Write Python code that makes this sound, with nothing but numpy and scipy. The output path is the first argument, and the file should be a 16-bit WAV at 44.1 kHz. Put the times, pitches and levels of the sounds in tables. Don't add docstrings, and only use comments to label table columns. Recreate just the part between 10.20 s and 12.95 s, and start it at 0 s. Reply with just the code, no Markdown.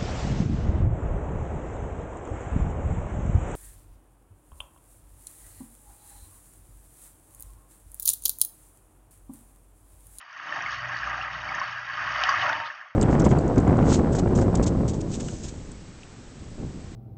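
import sys
import numpy as np
from scipy import signal
from scipy.io import wavfile

SR = 44100
rng = np.random.default_rng(int(sys.argv[2]) if len(sys.argv) > 2 else 0)


def wav_record(signal):
    frames = np.transpose(np.atleast_2d(signal))
    bounded = np.clip(frames, -1, 1)
    quanta = np.round(bounded * 32767).astype(np.int16)
    wavfile.write(sys.argv[1], SR, quanta)


N = 121275
BUBBLE_RISE_S, TREBLE_EDGE_HZ = 0.003025, 6900


def amp(db):
    return 10 ** (np.asarray(db) / 20)


def unit(x):
    return x / np.sqrt(np.mean(x ** 2) + 1e-20)


def level(curve):
    return amp(np.interp(np.arange(N) / SR, *np.transpose(curve)))


def add(mix, start_s, sound):
    part = mix[max(round(start_s * SR), 0):][:len(sound)]
    part += sound[:len(part)]


def wander(per_s):
    return unit(signal.resample(rng.standard_normal(int(per_s * N / SR) + 2), N))


def colour(x, points, size=4096):
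    hz, db = np.transpose(points)
    bin_hz = abs(np.fft.fftfreq(size, 1 / SR))
    log_gain = np.log(amp(np.interp(np.log(bin_hz + 1), np.log(hz), db)))
    kernel = np.fft.ifft(np.exp(np.conj(signal.hilbert(log_gain)))).real
    return unit(signal.fftconvolve(x, kernel)[:N])


def drops(per_s, spread_db):
    size = amp(spread_db * np.minimum(rng.exponential(1, N), 4))
    return size * rng.choice([-1, 1], N) * (rng.random(N) < per_s / SR)


def ring(x, hz, t60):
    pole = np.exp((2j * np.pi * hz - np.log(1000) / t60) / SR)
    return unit(signal.lfilter([1], [1, -pole], x).imag)


def bubble(hz, t60, glide=0.031):
    t = np.arange(int(t60 * SR) + 2) / SR
    swell = np.sin(np.pi / 2 * np.minimum(t / BUBBLE_RISE_S, 1)) ** 2
    fade = np.exp(-np.log(1000) * np.maximum(t - BUBBLE_RISE_S, 0) / t60)
    pitch = hz * (1 + glide * t / t60)
    return swell * fade * np.sin(2 * np.pi * np.cumsum(pitch) / SR)


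def froth(lo_hz, hi_hz, cycles, per_s, spread_db, sizes=128, life_octaves=0.66):
    births = drops(per_s, spread_db)
    size_index = rng.integers(0, sizes, N)
    lives = cycles * 2 ** (life_octaves * rng.uniform(-1.1, 1, sizes))
    rings = [bubble(hz, life / hz) for hz, life in zip(np.linspace(lo_hz, hi_hz, sizes), lives)]
    out = np.zeros(N)
    for i in np.flatnonzero(births):
        add(out, i / SR, births[i] * rings[size_index[i]])
    return out


def yard(x, t60=0.12):
    t = np.arange(SR // 2) / SR
    taps = rng.standard_normal(len(t)) * (rng.random(len(t)) < .05) * (t > .002)
    taps *= np.exp(-np.log(1000) * t / t60)
    return signal.fftconvolve(x, taps / np.linalg.norm(taps))[:N]


def floor_hum(tones_hz=(59, 120.1), waver=0.011, flutter_db=2.5):
    # time in seconds, relative levels of the lower and the upper tone in dB.
    loudness = [(0, -97, -90), (.25, -86.5, -75), (.42, -68.5, -61), (.58, -53, -51), (.72, -62, -48),
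                (.85, -46, -55.5), (1.05, -57, -52.5), (1.28, -50, -51), (1.4, -57.5, -63),
                (1.52, -69, -56), (1.75, -63, -59), (1.95, -52.5, -49.5), (2.08, -58.5, -59),
                (2.24, -59.5, -47), (2.34, -74, -49.5), (2.55, -81, -85), (2.75, -95, -81)]
    times, *levels = np.transpose(loudness)
    out = np.zeros(N)
    for hz, db in zip(tones_hz, levels):
        pitch = hz * (1 + waver * wander(16))
        tone = np.sqrt(2) * np.sin(2 * np.pi * np.cumsum(pitch) / SR)
        out += tone * level(np.transpose([times, db])) * amp(-0.5 + flutter_db * wander(12))
    return out


def floor_drumming():
    # time in seconds, level of the drumming in dB.
    loudness = [(0, -84), (.12, -73), (.25, -63.5), (.4, -48.5), (.7, -50), (1.0, -50.5), (1.28, -45.5),
                (1.45, -51), (1.62, -57), (1.93, -49), (2.03, -56.5), (2.18, -44.5), (2.33, -47),
                (2.45, -57), (2.56, -83), (2.75, -79)]
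    # a basin mode's frequency in Hz, relative level in dB, time to fall 60 dB in seconds.
    basin_modes = [(99.4, -5.5, 0.98), (120.7, -17, .5), (174.5, -15, 0.39), (291.8, -16.5, 1)]
    # frequency in Hz, relative gain of the thuds in dB.
    thud_colour = [(20, -39), (45, -22.5), (75, -9.5), (100, -4), (145, 1), (190, -13.5), (260, -22.5),
                   (700, -35)]
    patter = drops(per_s=400, spread_db=2.0)
    ringing = sum(amp(db) * ring(patter, hz, t60) for hz, db, t60 in basin_modes)
    return level(loudness) * (amp(-4) * ringing + amp(-6.5) * colour(patter, thud_colour))


def coat():
    # time in seconds, relative level of the patter in dB.
    loudness = [(0.0, -76), (0.13, -84.5), (0.24, -61.5), (0.37, -52.5), (0.62, -70), (0.88, -55.5),
                (1.1, -67), (1.39, -54.5), (1.56, -72.5), (1.92, -58.5), (1.99, -61.5), (2.31, -52),
                (2.59, -77.5), (2.75, -87)]
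    # frequency in Hz, relative gain of the wet fur's dull tone in dB.
    fur_colour = [(100, -23.5), (200, -3.5), (255, -3), (305, 5), (360, -4.5), (430, -8), (700, -15.5),
                  (2000, -51.5)]
    return level(loudness) * amp(-1) * colour(drops(per_s=1200, spread_db=2.5), fur_colour)


def rising_bubble(waver=0.0047, flutter_db=2):
    # time in seconds, the note's pitch in Hz, level in dB.
    course = [(2.25, 863, -54), (2.309, 895, -32), (2.369, 918, -41), (2.42, 921, -37), (2.47, 933, -43.5),
              (2.51, 940, -69)]
    times, hz, db = np.transpose(course)
    t = np.arange(N) / SR
    pitch = np.interp(t, times, hz) * (1 + waver * wander(100))
    tone = np.sqrt(2) * np.sin(2 * np.pi * np.cumsum(pitch) / SR)
    gain = amp(np.interp(t, times, db) + flutter_db * wander(91))
    return tone * gain * (t > times[0]) * (t < times[-1])


def spurts(step_octaves=0.41):
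    # loudest moment in seconds, half-length in seconds, level in dB, centre in Hz.
    sheets = [(0.535, 0.023, -50.5, 3950), (0.777, 0.0084, -52, 4470), (1.033, 0.016, -51.5, 3220),
              (1.14, 0.012, -46, 2980), (1.488, .035, -53, 3620), (2.22, .01, -41.5, 3700),
              (2.464, 0.011, -43, 3350)]
    t, out = np.arange(N) / SR, np.zeros(N)
    for peak_s, half_s, db, hz in sheets:
        band = [(hz * 2 ** (k * step_octaves), -5 * k * k) for k in range(-3, 4)]
        swell = np.exp(-((t - peak_s) / half_s) ** 2 / 2)
        out += amp(db) * swell * colour(drops(per_s=4900, spread_db=3.5), band)
    return out


def spray():
    # time in seconds, level of the spray in dB.
    loudness = [(0, -63), (.1, -59.5), (.35, -45.5), (.46, -49.5), (.53, -42), (.63, -50), (.79, -46.5),
                (.87, -47.5), (1.01, -47.5), (1.08, -53), (1.14, -46.5), (1.22, -48), (1.38, -46),
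                (1.5, -47.5), (1.63, -51.5), (1.85, -44), (2.05, -39.5), (2.23, -39.5), (2.43, -48.5),
                (2.54, -54.5), (2.75, -68.5)]
    # frequency in Hz, relative gain in dB of the spray as heard through the microphone,
    # whose colour dips near 4100, 5100 and 5900 Hz.
    through_mic = [(1200, -18.5), (2400, -0.5), (3000, 11), (3400, -4.5), (3780, 2.5), (4080, -8),
                   (4500, 3.5), (4820, 2), (5110, -4.5), (5350, 2), (5720, -1.5), (5900, -10), (6150, -3.5),
                   (6600, -6.5), (7000, -25)]
    ticking = colour(drops(per_s=4900, spread_db=3.5), through_mic)
    fizz = colour(froth(2400, 7026, cycles=71, per_s=1700, spread_db=7.5), through_mic)
    return level(loudness) * (amp(-2) * ticking + amp(-7.5) * fizz)


def gurgle():
    # time in seconds, level of the gurgle in dB.
    loudness = [(0, -61.5), (.1, -59.5), (.24, -51), (.37, -37.5), (.47, -45.5), (.58, -51), (.65, -43.5),
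                (.76, -46), (.88, -42.5), (.99, -41.5), (1.08, -44), (1.2, -44), (1.33, -40.5),
                (1.44, -43.5), (1.52, -50), (1.7, -50.5), (1.82, -43), (1.97, -39.5), (2.12, -35),
                (2.2, -37), (2.28, -29), (2.42, -43), (2.52, -51), (2.75, -63)]
    # frequency in Hz, relative gain of the deep bubbles in dB.
    deep_colour = [(150, -50.5), (430, -35.5), (520, -13.5), (600, 0), (800, 6), (970, 5), (1100, -9),
                   (1600, -37.5)]
    deep = colour(froth(443, 1137, cycles=29, per_s=700, spread_db=0.5), deep_colour)
    rim = ring(drops(per_s=700, spread_db=0.5), hz=595.6, t60=0.57)
    return level(loudness) * (amp(-1.5) * deep + amp(-13) * rim)


def drop_ticks(rise_s=0.0001, decay_s=0.0011, grit=0.41):
    # start in seconds, centre in Hz, peak level in dB.
    impacts = [(.013, 2980, -37), (0.129, 5800, -44), (.176, 6020, -44.5), (0.423, 5800, -33),
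               (.69, 6300, -41), (0.769, 4500, -31.5), (0.788, 4700, -34.5), (.897, 6350, -37.5),
               (1.35, 6370, -31), (1.399, 5500, -30), (1.962, 2890, -24), (2.0371, 3020, -11.5),
               (2.0377, 4790, -18.5), (2.092, 5900, -24.5), (2.23, 4000, -35), (2.294, 5500, -25.5),
               (2.33, 3560, -25.5)]
    t, out = np.arange(SR // 100) / SR, np.zeros(N)
    for start_s, hz, db in impacts:
        tick = np.sin(2 * np.pi * hz * t) + grit * rng.standard_normal(len(t))
        tick *= (1 - np.exp(-t / rise_s)) * np.exp(-t / decay_s)
        band = signal.butter(2, [hz / 2.6, min(hz * 2, TREBLE_EDGE_HZ)], "band", fs=SR, output="sos")
        tick = signal.sosfilt(band, tick)
        add(out, start_s, amp(db) * tick / abs(tick).max())
    return out


def plinks():
    # time near the peak in seconds, pitch in Hz, relative level in dB, ring time in seconds.
    clear_bubbles = [(.327, 1750, -18.5, 0.028), (0.362, 1770, -20, 0.022), (.388, 1834, -27.5, .02),
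                     (.415, 1913, -28, 0.027), (.464, 2126, -19.5, 0.021), (0.496, 1530, -28.5, 0.03),
                     (0.641, 1960, -27.5, 0.031), (0.697, 1658, -23.5, .03), (0.836, 1686, -20, 0.037),
                     (0.877, 1205, -17.5, 0.043), (0.902, 1885, -26, 0.028), (.934, 1180, -22.5, 0.037),
                     (0.95, 1164, -22, .04), (.995, 775, -28, 0.051), (1.016, 2740, -22.5, 0.018),
                     (1.05, 1700, -20, 0.026), (1.292, 2225, -24, 0.019), (1.322, 1213, -19, 0.038),
                     (1.347, 1760, -18.5, 0.027), (1.385, 1634, -20, 0.031), (1.418, 1092, -14.5, 0.03),
                     (1.531, 1700, -26.5, 0.049), (1.591, 1576, -23.5, 0.018), (1.702, 1710, -21, 0.043),
                     (1.821, 1530, -23, 0.033), (1.877, 1890, -21.5, 0.019), (1.885, 1545, -23.5, 0.034),
                     (1.961, 1246, -18.5, 0.019), (2.042, 723, -24, 0.041), (2.095, 1113, -11, 0.053),
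                     (2.095, 4780, -23.5, 0.025), (2.144, 1213, -14.5, 0.044), (2.176, 1910, -15.5, 0.019),
                     (2.222, 2940, -21.5, 0.023), (2.245, 1120, -19, .035), (2.265, 1365, -15.5, 0.026),
                     (2.274, 803, -28, 0.056), (2.3, 1457, -11.5, 0.031), (2.505, 1750, -26, 0.036),
                     (2.616, 1700, -29, 0.026)]
    out = np.zeros(N)
    for time_s, hz, db, t60 in clear_bubbles:
        start_s = time_s - BUBBLE_RISE_S - t60 / 20
        add(out, start_s, amp(db - 3) * bubble(hz, t60))
    return out


def pour():
    # time in seconds, level of the falling water in dB.
    loudness = [(0, -45.5), (.05, -51), (.2, -40), (.37, -32.5), (.46, -33), (.57, -35.5), (.66, -33.5),
                (.74, -34.5), (.88, -33), (1.03, -34.5), (1.12, -36.5), (1.22, -35), (1.33, -33.5),
                (1.43, -33), (1.49, -35), (1.66, -38), (1.8, -32), (1.95, -30), (2.1, -24.5), (2.2, -27),
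                (2.29, -26.5), (2.42, -34), (2.56, -42.5), (2.75, -51.5)]
    # frequency in Hz, relative gain of the splashing in dB.
    pool_colour = [(300, -56.5), (560, -40), (720, -22), (850, -13.5), (1020, -14.5), (1110, -2), (1220, 0),
                   (1320, -6), (1750, -1.5), (1920, -3.5), (2120, -10.5), (2320, -13), (2700, -12),
                   (3050, -19), (3400, -21.5), (4100, -47.5), (7000, -61.5)]
    bubbles = colour(froth(939.7, 3306, cycles=35, per_s=1400, spread_db=3), pool_colour)
    slaps = colour(drops(per_s=2500, spread_db=4.0), pool_colour)
    return level(loudness) * (amp(-2) * bubbles + amp(-4) * slaps)


def scene():
    water = pour() + gurgle() + spray() + spurts() + plinks() + drop_ticks()
    reflections = amp(-11) * yard(water)
    return (water + reflections + coat() + floor_drumming() + floor_hum() + rising_bubble())[None]


def record(dry):
    lowpass = signal.firwin(401, TREBLE_EDGE_HZ, window=("kaiser", 8), fs=SR)
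    return signal.oaconvolve(dry, lowpass[None], "same")


dry = scene()
out = record(dry)
wav_record(out)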